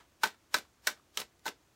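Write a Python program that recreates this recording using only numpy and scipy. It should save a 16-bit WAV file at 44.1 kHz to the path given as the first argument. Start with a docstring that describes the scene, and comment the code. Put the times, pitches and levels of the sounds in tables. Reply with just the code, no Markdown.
"""Overhand card shuffle

A deck of playing cards is shuffled overhand in a small room: five strokes, about three a second.
In each stroke the lifted packet brushes the deck (grainy noise), its edges clack down (a burst of tiny impacts)
and make the held cards ring briefly (damped modes), then cards slide off with a papery rasp and flicking edges.
Faint taps of handling fall around the strokes, one dull thump joins the second, and quiet room tone lies below.
"""
import sys
import numpy as np
from scipy import signal
from scipy.fft import rfft, irfft
from scipy.io import wavfile
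from scipy.ndimage import uniform_filter1d

SR = 44100
rng = np.random.default_rng(int(sys.argv[2]) if len(sys.argv) > 2 else 0)


def dump_mix(stems):
    """Bounce the given channels to the path in sys.argv[1] as a 16-bit WAV at rate SR."""
    frames = np.atleast_2d(stems).T  # one column per channel
    limited = np.clip(frames, -1, 1)  # hard clip at full scale
    pcm = np.round(limited * 32767).astype(np.int16)
    wavfile.write(sys.argv[1], SR, pcm)


N = 77175  # length [samples]


def amp(db):
    """Decibels to gain."""
    return 10 ** (np.asarray(db) / 20)


def unit(x):
    """Scales to rms 1."""
    return x / np.sqrt(np.mean(x ** 2) + 1e-20)


def read(points, hz):
    """Reads a table on a log-frequency axis."""
    f, value = np.transpose(points)
    return np.interp(np.log(hz + 1), np.log(f + 1), value)


def add(mix, s, sound):
    """Mixes a sound in at time s, trimming whatever falls outside the mix."""
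    start = round(s * SR)
    sound = sound[max(-start, 0):]
    part = mix[max(start, 0):][:len(sound)]
    part += sound[:len(part)]


BASS_HZ, TREBLE_HZ = 610, 3050  # shelf corners
PRESENCE_HZ, PRESENCE_OCTAVES = 2870, 0.54  # centre and half-width of the presence bell


def colour(x, points, bass_db=0, presence_db=0, treble_db=0, size=4096):
    """Causal filter: a spectrum of unit power, then bass, presence and treble controls."""
    hz = abs(np.fft.fftfreq(size, 1 / SR))
    bass = 1 / (1 + (hz / BASS_HZ) ** 4)
    treble = 1 - 1 / (1 + (hz / TREBLE_HZ) ** 4)
    presence = np.exp(-(np.log2((hz + 1) / PRESENCE_HZ) / PRESENCE_OCTAVES) ** 2)
    tone_db = bass_db * bass + presence_db * presence + treble_db * treble
    gain = unit(amp(read(points, hz))) * amp(tone_db)
    # minimum phase: the response starts at once, with no pre-echo
    spectrum = np.exp(np.conj(signal.hilbert(np.log(gain))))
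    taps = np.fft.ifft(spectrum).real
    return signal.fftconvolve(x, taps[:size // 2])[:len(x)]


EDGES_PER_S, EDGE_SPREAD_DB = 7000, 1  # card-edge impacts: mean rate, unevenness
FIBRES_PER_S, FIBRE_SPREAD_DB = 6000, 2  # paper-fibre catches: mean rate, unevenness


def grains(envelope, per_s, spread_db):
    """Random tiny impacts of uneven size that carry the energy of the envelope."""
    n = len(envelope)
    size = amp(spread_db * np.minimum(rng.exponential(1, n), 4))
    sign = rng.choice([-1, 1], n)
    struck = rng.random(n) < per_s / SR
    impacts = envelope * size * sign * struck
    return unit(impacts) * np.sqrt(np.mean(envelope ** 2))


def mode(hz, db, t60, rise_s, waver=0):
    """One damped vibration with a soft build-up; waver is the rms pitch drift as a fraction."""
    t = np.arange(SR // 5) / SR
    drift = unit(uniform_filter1d(rng.standard_normal(len(t)), size=130))
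    pitch = hz * (1 + waver * drift)
    turns = np.cumsum(pitch) / SR + rng.random()
    rise = 1 - np.exp(-t / rise_s)
    decay = np.exp(-np.log(1000) * t / t60)
    return amp(db) * rise * decay * np.sin(2 * np.pi * turns)


# spectrum of the quiet room: (frequency [Hz], relative level [dB])
ROOM_TONE_COLOUR = [(25, -20.5), (38, -14), (52, -1), (100, -4.5), (160, -8), (250, -9.5), (320, -5),
                    (450, -12), (600, -13), (1040, -14), (1650, -17), (2200, -19), (4800, -22), (6500, -21),
                    (10500, -29), (16000, -30)]
ROOM_TONE_DB = -68.5  # rms level


def room_tone():
    """Quiet steady rumble and hiss: white noise shaped by the room's spectrum."""
    white = rng.standard_normal(N)
    shape = amp(read(ROOM_TONE_COLOUR, np.fft.rfftfreq(N, 1 / SR)))
    return amp(ROOM_TONE_DB) * unit(irfft(rfft(white) * shape, N))


# soft taps of fingers and cards:
# (time [s], level [dB], decay [s], pitch [Hz], ring relative to level [dB])
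TAPS = [(.001, -57.5, 0.026, 855, -12), (0.345, -56.5, 0.0041, 1280, 11), (0.65, -59.5, 0.0046, 1400, 11),
        (.934, -64, .003, 1520, 14), (0.964, -66, 0.0093, 1760, 14), (.973, -62, 0.014, 1240, 5),
        (.997, -69, 0.0018, 1200, 24)]
# spectrum of the touch: (frequency [Hz], relative level [dB])
TAP_COLOUR = [(60, -20.5), (300, -7.5), (800, -4.5), (1300, -1.5), (2200, -8), (5000, -16), (15000, -30.5)]
TAP_RISE_S, TAP_T60_S = 0.0018, 0.013  # the ring


def tap(db, decay_s, hz, ring_db):
    """A dull little touch on the deck with a short ring."""
    t = np.arange(SR // 5) / SR
    impacts = grains(np.exp(-t / decay_s), EDGES_PER_S, EDGE_SPREAD_DB)
    touch = colour(impacts, TAP_COLOUR)
    ring = mode(hz, ring_db, TAP_T60_S, TAP_RISE_S)
    return amp(db) * (touch + ring)


# room decay: (frequency [Hz], t60 [s])
ROOM = [(200, 0.24), (700, 0.16), (1500, 0.16), (4500, 0.16), (8000, 0.14), (15000, 0.043)]
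ROOM_DB, ROOM_DELAY_S = -15.5, .005
ECHOES_PER_S = 4000


def room(x, size=256):
    """Dense reflections from near walls, the top of the treble dying first."""
    n = SR // 2
    echoes = rng.choice([-1., 1.], n) * (rng.random(n) < ECHOES_PER_S / SR)
    hz, t, bands = signal.stft(echoes, SR, nperseg=size)
    decay = np.exp(-np.log(1000) * t / read(ROOM, hz)[:, None])
    tail = signal.istft(bands * decay, SR, nperseg=size)[1]
    wet = np.zeros(N)
    add(wet, ROOM_DELAY_S, signal.fftconvolve(x, tail / np.linalg.norm(tail)))
    return amp(ROOM_DB) * wet


# spectrum of card faces and edges rubbing: (frequency [Hz], relative level [dB])
PAPER_COLOUR = [(25, -41), (70, -18.5), (140, -15.5), (220, -2), (400, -0.5), (750, 0), (1500, 1),
                (2500, -1), (4200, -3), (7000, -5.5), (10400, -12), (12500, -10), (15500, -18)]


def rasp(peak_s, db, rise_s, fall_s, bass_db, treble_db, swell_power):
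    """Paper faces catch and slip in a rasp that swells and fades; returns start time and sound."""
    t = np.arange(-SR // 8, SR // 6) / SR  # zero at the peak
    swell = abs(t / rise_s) ** swell_power
    envelope = np.exp(-np.where(t < 0, swell, t / fall_s))
    catches = grains(envelope, FIBRES_PER_S, FIBRE_SPREAD_DB)
    sound = colour(catches, PAPER_COLOUR, bass_db=bass_db, treble_db=treble_db)
    return peak_s + t[0], amp(db) * sound


# the packet brushing the deck on its way down:
# (peak time [s], level [dB], rise [s], fall [s], bass [dB], treble [dB])
BRUSHES = [(0.231, -46.5, 0.0094, 0.0028, -7, -0.5), (.541, -51, 0.012, 0.0036, -2, 3),
           (.852, -58.5, 0.015, 0.024, -8, 2.5), (.869, -48, 0.0055, 0.0033, -1, 3),
           (1.155, -64.5, 0.013, 0.025, 6, 7.5), (1.455, -57.5, 0.0081, 0.0037, -3, 4)]


def brush(*row):
    """The packet rubs the deck on its way down, with a plain exponential swell."""
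    return rasp(*row, swell_power=1)


# packet landings: (time [s], level [dB], time over which the edges land [s], settling time [s],
# bass [dB], presence [dB], treble [dB])
CLACKS = [(0.234, -24.5, 0.0055, 0.024, -5.5, 0, -5.5), (0.5421, -24, 0.0032, 0.016, -2.5, -3.5, -2.5),
          (.8700, -26.5, 0.0042, .018, -8, -3.5, 2), (1.1726, -33.5, 0.0016, 0.005, -12.5, 5, 4.5),
          (1.2154, -42.5, .002, 0.0093, 8, 7, -2), (1.4559, -44.5, 0.0029, .007, -1, -8, 1),
          (1.4625, -37.5, 0.0075, 0.012, 7.5, -5, -2), (1.4774, -37.5, 0.0038, 0.0059, 1, 4, -2)]
# spectrum of the edges: (frequency [Hz], relative level [dB])
CLACK_COLOUR = [(25, -40), (60, -30), (140, -20.5), (220, -12), (450, -4.5), (1000, -2), (1600, 0.5),
                (2800, -1), (4000, 3), (4800, -3.5), (6000, -3), (8500, -8), (10400, -14), (12500, -11.5),
                (15500, -13)]
# ring of the held deck, for every landing: (frequency [Hz], relative level [dB], t60 [s])
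DECK = [(221, -24, 0.19), (369.7, -20, .12), (457.6, -12.5, .08), (602.3, -17, 0.11), (836.6, -11.5, .08),
        (999, -8, .08), (1320, -7.5, .07), (1649, -7, 0.063), (1970, -10.5, .08), (2340, -10, .07),
        (2660, -11, 0.063), (3825, -7.5, .06), (4010, -15.5, .06), (5327, -5.5, .05)]
CLACK_ATTACK_S, CLACK_DECAY_S, SETTLE_DB = .0004, 0.0049, -8.5
SNAP_DB, SNAP_DECAY_S, SNAP_TREBLE_DB = -5.5, 0.0012, 4  # treble is on top of the landing's own
DECK_RISE_S, DECK_WAVER = 0.0021, .007  # loose cards make the pitch waver


def clack(db, spread_s, settle_s, bass_db, presence_db, treble_db):
    """The first edge snaps; the rest land in a quick cluster, settle, and ring the deck."""
    t = np.arange(SR // 5) / SR
    after = np.maximum(t - spread_s, 0)
    attack = np.minimum(t / CLACK_ATTACK_S, 1)
    fall = np.exp(-after / CLACK_DECAY_S) + amp(SETTLE_DB) * np.exp(-after / settle_s)
    cluster = grains(attack * fall, EDGES_PER_S, EDGE_SPREAD_DB)
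    edges = colour(cluster, CLACK_COLOUR, bass_db, presence_db, treble_db)
    first = grains(np.exp(-t / SNAP_DECAY_S), EDGES_PER_S, EDGE_SPREAD_DB)
    snap = colour(first, CLACK_COLOUR, bass_db, presence_db, treble_db + SNAP_TREBLE_DB)
    ring = sum(mode(hz, level, t60, DECK_RISE_S, DECK_WAVER) for hz, level, t60 in DECK)
    return amp(db) * (edges + amp(SNAP_DB) * snap + ring)


# the two main bending modes of the packet, set by its size and the grip:
# (time [s], low mode [Hz], its level [dB], high mode [Hz], its level [dB])
FLEXES = [(.2355, 894.4, -16.5, 1476, -12.5), (.543, 1010, -31.5, 1560, -15), (0.873, 997, -24, 1481, -18),
          (1.456, 807, -34.5, 1552, -28), (1.462, 900, -25.5, 1524, -27)]
FLEX_RISE_S, FLEX_T60_S, FLEX_WAVER = 0.0022, 0.039, 0.041
FLEX_ROOM_DB = -1  # the knock feeds the room slightly less than the other sounds do


def flex(low_hz, low_db, high_hz, high_db):
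    """The hollow knock of the packet bending as it lands."""
    low = mode(low_hz, low_db, FLEX_T60_S, FLEX_RISE_S, FLEX_WAVER)
    high = mode(high_hz, high_db, FLEX_T60_S, FLEX_RISE_S, FLEX_WAVER)
    return low + high


# single card edges flicking past: (time [s], level [dB], treble [dB])
FLICKS = [(0.258, -36, -4.5), (.274, -43, 9), (0.5656, -37, -3), (0.586, -33.5, 0), (.5935, -56, 6),
          (0.898, -45, -1), (1.202, -47.5, 16), (1.394, -67, 10.5), (1.489, -32, -2)]
FLICK_DECAY_S = 0.0014


def flick(db, treble_db):
    """One card edge snaps past its neighbour."""
    t = np.arange(SR // 20) / SR
    impacts = grains(np.exp(-t / FLICK_DECAY_S), FIBRES_PER_S, EDGE_SPREAD_DB)
    return amp(db) * colour(impacts, PAPER_COLOUR, treble_db=treble_db)


# cards sliding off after the landing:
# (peak time [s], level [dB], rise [s], fall [s], bass [dB], treble [dB])
SLIDES = [(.259, -35.5, 0.014, 0.017, 2, -4), (.570, -38, 0.019, 0.02, 1.5, -2),
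          (.897, -44, .011, 0.019, 3.5, 0.5), (1.203, -40, 0.018, .014, 4, 4),
          (1.486, -42, .01, 0.015, 6.5, -4)]


def slide(*row):
    """Cards slip off the packet; the steeper power gives a rounder swell into the peak."""
    return rasp(*row, swell_power=1.4)


# dull low thump, a push of air as the packet lands:
# (time [s], frequency [Hz], level [dB], t60 [s])
THUMPS = [(0.547, 84, -46.5, 0.092)]


def thump(hz, db, t60):
    """A push of air: one low damped vibration."""
    return mode(hz, db, t60, rise_s=0.0051)


def scene():
    """The cards, their reflections and the quiet room."""
    cards, knocks = np.zeros(N), np.zeros(N)
    for s, *row in CLACKS:
        add(cards, s, clack(*row))
    for s, *row in FLEXES:
        add(knocks, s, flex(*row))
    for row in BRUSHES:
        add(cards, *brush(*row))
    for row in SLIDES:
        add(cards, *slide(*row))
    for s, *row in FLICKS:
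        add(cards, s, flick(*row))
    for s, *row in THUMPS:
        add(cards, s, thump(*row))
    for s, *row in TAPS:
        add(cards, s, tap(*row))
    reflections = room(cards + amp(FLEX_ROOM_DB) * knocks)
    return (cards + knocks + reflections + room_tone())[None]


CUTOFF_HZ = 15950


def record(dry):
    """The recorder's band limit: a steep linear-phase low-pass."""
    low_pass = signal.firwin(301, CUTOFF_HZ, window=("kaiser", 8), fs=SR)
    return signal.oaconvolve(dry, low_pass[None], "same")


dry = scene()
out = record(dry)
dump_mix(out)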